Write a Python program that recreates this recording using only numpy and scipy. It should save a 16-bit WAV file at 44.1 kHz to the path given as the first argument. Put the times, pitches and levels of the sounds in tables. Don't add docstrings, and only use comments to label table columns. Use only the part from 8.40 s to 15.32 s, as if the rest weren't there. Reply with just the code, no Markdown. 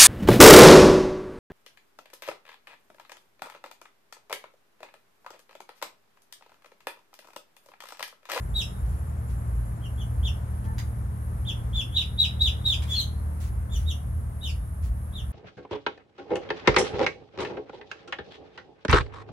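import sys
import numpy as np
from scipy import signal
from scipy.fft import rfft, irfft, next_fast_len
from scipy.io import wavfile
from scipy.ndimage import uniform_filter1d

SR = 44100
rng = np.random.default_rng(int(sys.argv[2]) if len(sys.argv) > 2 else 0)


def generate_wav(sig):
    pcm = np.round(np.clip(np.atleast_2d(sig).T, -1, 1) * 32767).astype(np.int16)
    wavfile.write(sys.argv[1], SR, pcm)


N = 305172
TIME = np.arange(N) / SR

# frequency_hz, correlation
COHERENCE = [(60, 1), (125, 0.94), (250, 1), (500, 0.5), (1000, 0.42), (3000, 0.09)]


def undb(db):
    return 10 ** (np.asarray(db) / 20)


def unit(x):
    return x / np.sqrt(np.mean(x ** 2))


def on_log_axis(points, size):
    hz, value = np.transpose(points)
    return np.interp(np.log(np.fft.rfftfreq(size, 1 / SR) + 1), np.log(hz), value)


def noise(spectrum, coherence=None, size=N):
    padded = next_fast_len(size, real=True)
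    alike = 0 if coherence is None else np.clip(on_log_axis(coherence, padded), -1, 1)
    in_band = np.fft.rfftfreq(padded, 1 / SR) < spectrum[-1][0]
    mid, side = rfft(rng.standard_normal((2, padded))) * undb(on_log_axis(spectrum, padded)) * in_band
    mid, side = mid * np.sqrt(1 + alike), side * np.sqrt(1 - alike)
    return unit(irfft([mid + side, mid - side], padded)[:, :size])


def walk(rate_hz, size=N):
    step = max(int(SR / rate_hz), 2)
    held = np.repeat(rng.standard_normal(size // step + 1), step)
    return unit(uniform_filter1d(uniform_filter1d(held, step), step))[:size]


def add(out, start_s, sound):
    start = max(int(start_s * SR), 0)
    part = sound[..., :N - start]
    out[..., start:start + part.shape[-1]] += part


def peep(length_s, crest_hz, sag_hz_per_s, effort, overtone_db):
    # frequency_hz, gain_db
    bill = [(2100, -16), (2900, -2), (3700, -0.5), (4500, 2), (5600, 2.5), (7200, -2.5), (8300, -10),
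            (9600, -12), (11500, -3.5), (14000, -18), (15800, -10.5)]
    rise_s, plunge_s, catch_s = .02, .034, .005
    t = TIME[:int(length_s * SR)]
    size = len(t)
    below_crest = np.clip(1 - t / rise_s, 0, 1)
    held_s = np.maximum(t - rise_s, 0)
    drop = np.clip(1 - (length_s - t) / plunge_s, 0, 1)
    plunge_hz = 1208 * effort ** .37 * drop ** 1.6
    hz = crest_hz * (1 - .15 * below_crest ** 2) - sag_hz_per_s * held_s - plunge_hz
    jitter = 1 + .008 * walk(300, size) + .0099 * walk(2500, size)
    phase = 2 * np.pi * np.cumsum(hz * jitter) / SR
    whistle, *overtones = (undb(np.interp(k * hz, *np.transpose(bill))) * np.sin(k * phase)
                           for k in range(1, 5))
    lead_s = np.interp(effort, [0, 1], [.028, .015])
    leading = .5 - .5 * np.tanh((t - lead_s) / catch_s)
    flutter_db = 2.5 * walk(196.6, size)
    pressure = undb(-18 * leading - 4.5 * held_s / held_s[-1] - 3 * drop + flutter_db)
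    buzz = undb(overtone_db + .0074 * (crest_hz - hz) * (held_s > 0)) * sum(overtones)
    half_harmonics = sum(np.sin((k + .5) * phase) / k for k in range(1, 4))
    hiss = noise(bill, size=size)[0]
    rasp = pressure * undb(overtone_db - 9.5) * effort ** .28 * (hiss + undb(-3) * half_harmonics)
    return np.sqrt(2) * pressure * (whistle + buzz + rasp) * signal.windows.tukey(size, .1)


def ducklings(full_effort_db=-25, left_lag_s=.00005, echo_db=-3):
    # start_s, length_s, crest_hz, sag_hz_per_s, level_db, overtone_db
    peeps = [ (0.138, 0.087, 3920, 7500, -29, -18), (1.412, 0.052, 3290, 3040, -44.5, -22),
             (1.575, 0.05, 3550, 3500, -42.5, -16), (1.828, 0.06, 3546, 5040, -33, -20.5),
             (3.049, 0.064, 3622, 5000, -32, -23), (3.328, 0.093, 3565, 2500, -29.5, -23.5),
             (3.521, 0.068, 3560, 4000, -32, -23), (3.544, .084, 3916, 10000, -27, -28.5),
             (3.774, 0.085, 3910, 6060, -23, -27.5), (3.992, 0.1, 3857, 5600, -25, -25.5),
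             (4.238, 0.11, 3842, 6020, -25.5, -24), (4.476, 0.096, 3487, 1863, -32, -19),
             (4.536, .082, 4300, 5120, -28, -15.5), (5.293, 0.074, 3633, 5060, -43, -7.5),
             (5.453, .066, 3785, 6200, -35.5, -15.5), (6.006, 0.076, 3875, 13880, -36.5, -17),
             (6.026, 0.084, 3157, 7000, -38, -17.5), (6.724, 0.087, 3813, 10870, -41.5, -22.5)]
    calls = np.zeros(N)
    for start_s, length_s, crest_hz, sag_hz_per_s, level_db, overtone_db in peeps:
        effort = undb(level_db - full_effort_db)
        add(calls, start_s, undb(level_db) * peep(length_s, crest_hz, sag_hz_per_s, effort, overtone_db))
    direct = np.array([np.roll(calls, int(left_lag_s * SR)), calls])
    return direct + undb(echo_db) * pen(calls)


def pen(sound, build_s=.0059):
    # t60_s, level_db
    scatter = [(0.191, 5.5), (.42, -8.5)]
    # left_delay_s, right_delay_s, gain_db
    reflections = [(.0021, 0.0013, -6), (.0068, 0.0075, -2.5), (0.015, .0127, -6), (0.0183, 0.018, -7),
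                   (0.0271, .0288, -22)]
    t = TIME[:SR // 2]
    response = np.zeros((2, len(t)))
    for t60_s, level_db in scatter:
        envelope = np.exp(-np.log(1000) * t / t60_s) * (1 - np.exp(-t / build_s))
        tail = unit(rng.standard_normal(response.shape) * envelope)
        response += tail * undb(level_db) / np.sqrt(len(t))
    for left_delay_s, right_delay_s, gain_db in reflections:
        add(response[0], left_delay_s, undb([gain_db]))
        add(response[1], right_delay_s, undb([gain_db]))
    return signal.fftconvolve(sound[None], response, axes=1)[:, :N]


def toys(crack_decay_s=.0031, echo_db=3):
    # start_s, peak_db, tilt_db_per_octave
    knocks = [(2.141, -61, -1), (2.242, -48, 5), (2.3825, -33, 3), (4.421, -37.5, -14)]
    # frequency_hz, bandwidth_hz, gain_db
    modes = [(1600, 1600, 14), (2950, 1200, 2), (4740, 1100, -3), (6460, 400, 4), (12500, 4400, -9)]
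    out, t = np.zeros(N), TIME[:SR // 10]
    for start_s, peak_db, tilt in knocks:
        crack = rng.standard_normal(len(t)) * np.exp(-t / crack_decay_s)
        ring = np.zeros(len(t))
        for hz, bandwidth_hz, gain_db in modes:
            resonator = signal.iirpeak(hz, hz / bandwidth_hz, SR)
            ring += undb(gain_db + tilt * np.log2(hz)) * signal.lfilter(*resonator, crack)
        add(out, start_s, undb(peak_db) * ring / np.abs(ring).max())
    return out + undb(echo_db) * pen(out)


def turf(grain_db=2):
    # start_s, length_s, level_db
    scuffs = [(0.447, 0.18, -63), (0.887, 0.088, -59), (4.471, 0.23, -48), (4.999, 0.12, -50.5),
              (5.333, 0.15, -53), (6.423, 0.097, -55.5)]
    # frequency_hz, level_db
    blade_spectrum = [(900, 1), (2000, 5), (4000, 1), (7000, 2), (12000, -6), (16000, -2)]
    out = np.zeros((2, N))
    for start_s, length_s, level_db in scuffs:
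        size = int(length_s * SR)
        blades = unit(noise(blade_spectrum, size=size) * undb(grain_db * walk(980, size)))
        envelope = np.sin(np.pi * np.sqrt(np.linspace(0, 1, size)))
        add(out, start_s, undb(level_db) * blades * envelope)
    return out


def engine(firing_hz=38.53, slowing_hz_per_s=.1, gain_db=-40, waver_db=2):
    # order, level_db
    orders = [(1, -13), (2, 2.5), (3, 0.5), (4, -14), (5, -14), (6, -18.5), (7, -26.5), (8, -28)]
    hz = (firing_hz - slowing_hz_per_s * TIME) * (1 + .0035 * walk(8))
    phase = 2 * np.pi * np.cumsum(hz) / SR
    hum = sum(undb(level_db + waver_db * walk(5)) * np.sin(order * phase + 2 * np.pi * rng.random())
              for order, level_db in orders)
    swell_db = 3.5 * np.exp(-((TIME - 3.28) / 3) ** 2)
    return np.sqrt(2) * hum * undb(gain_db + swell_db)


def rumble(level_db=-33, fade_db_per_s=-.28, throb_hz=2.82, surge_hz=59.75, surge_s=.2):
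    # frequency_hz, level_db
    drone_spectrum = [(25, -35), (42, -15), (54, 12.5), (68, 11.5), (82, 8), (100, -8), (160, -58.5)]
    # centre_s, level_db
    surges = [(0.499, -27), (0.938, -28), (1.16, -28), (1.81, -24.5), (3.37, -24), (4.05, -30.5),
              (5.15, -30.5), (5.368, -25.5), (5.78, -32), (6.499, -29.5)]
    drone = noise(drone_spectrum, COHERENCE)
    steady = drone / np.sqrt(uniform_filter1d(np.mean(drone ** 2, axis=0), SR // 10))
    throb_db = 3.5 * np.cos(2 * np.pi * throb_hz * (TIME - .13))
    flicker_db = 2.5 * walk(41)
    out = steady * undb(level_db + fade_db_per_s * TIME + throb_db + flicker_db)
    size = int(surge_s * SR)
    for centre_s, surge_db in surges:
        cycles = rng.random() + np.cumsum(surge_hz * (1 + .057 * walk(30, size))) / SR
        surge = np.sqrt(2) * np.sin(2 * np.pi * cycles) * np.hanning(size)
        add(out, centre_s - surge_s / 2, undb(surge_db) * surge)
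    return out


def air(wash_db=-39, midrange_db=-64, left_bias_db=2.5):
    # frequency_hz, level_db
    wash_spectrum = [(25, -38), (80, 1.5), (140, -1), (200, -11.5), (280, -18.5), (400, -19.5),
                     (700, -20.5), (1200, -23), (1700, -29), (2500, -39), (4500, -48), (8000, -43.5),
                     (16000, -75.5)]
    # frequency_hz, level_db
    midrange_spectrum = [(250, -30.5), (550, 2.5), (1200, -10), (2200, -11.5)]
    wash = noise(wash_spectrum, COHERENCE) * undb(wash_db + .5 * walk(4.16))
    midrange = noise(midrange_spectrum, COHERENCE) * undb(midrange_db + 3 * walk(12))
    fade_db = np.interp(TIME, [4.6, 6.0], [0, -2.5])
    return (wash + midrange) * undb(fade_db + np.array([[left_bias_db], [-left_bias_db]]) / 2)


def insects(phrase_s=.641, stroke_hz=149.5, chirp_hz=10.8, right_bias_db=1):
    # frequency_hz, level_db
    shrill_spectrum = [(10000, -41), (10650, -5.5), (11000, -5), (11350, -6.5), (12000, -36)]
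    # frequency_hz, level_db
    chorus_spectrum = [(6000, -42), (8000, -15), (9200, 0), (10100, -8.5), (11200, -3), (12300, -7),
                       (13300, -21.5), (15800, -20)]
    # frequency_hz, level_db
    wing_spectrum = [(6500, -47.5), (7200, 2.5), (7900, -31)]
    # time_s, level_db
    cricket_levels = [(0, -65), (1.8, -68.5), (2.3, -83.5), (6.9, -82)]
    pauses = sum(np.exp(-((TIME - s) / .055) ** 4) for s in np.arange(.755, TIME[-1], phrase_s))
    stroke_phase = 2 * np.pi * np.cumsum(stroke_hz * (1 + .0036 * walk(4.6))) / SR
    shrill = noise(shrill_spectrum) * (1 + .38 * np.sin(stroke_phase)) * undb(-60 - 13 * pauses)
    chorus = noise(chorus_spectrum) * undb(-60 + .71 * walk(30))
    chirps = noise(wing_spectrum) * np.sin(np.pi * chirp_hz * TIME + .5 * walk(1.4)) ** 2
    cricket = chirps * undb(np.interp(TIME, *np.transpose(cricket_levels)))
    return (shrill + chorus + cricket) * undb(np.array([[-right_bias_db], [right_bias_db]]) / 2)


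def toot(centre_s=2.3, half_width_s=.043, blur_rad=.78):
    # frequency_hz, level_db
    partials = [(885, -45), (1330, -53), (1770, -55.5)]
    tone = sum(undb(db) * np.sin(2 * np.pi * hz * TIME + blur_rad * walk(90)) for hz, db in partials)
    return np.sqrt(2) * tone * np.exp(-((TIME - centre_s) / half_width_s) ** 2)


def scene(right_lag_s=.00042):
    left, right = engine() + rumble() + air() + toot()
    distant = np.array([left, np.interp(TIME - right_lag_s, TIME, right)])
    return ducklings() + toys() + turf() + insects() + distant


def record(dry, cutoff_hz=15800):
    return signal.sosfilt(signal.ellip(10, .2, 80, cutoff_hz, fs=SR, output="sos"), dry)


dry = scene()
out = record(dry)
generate_wav(out)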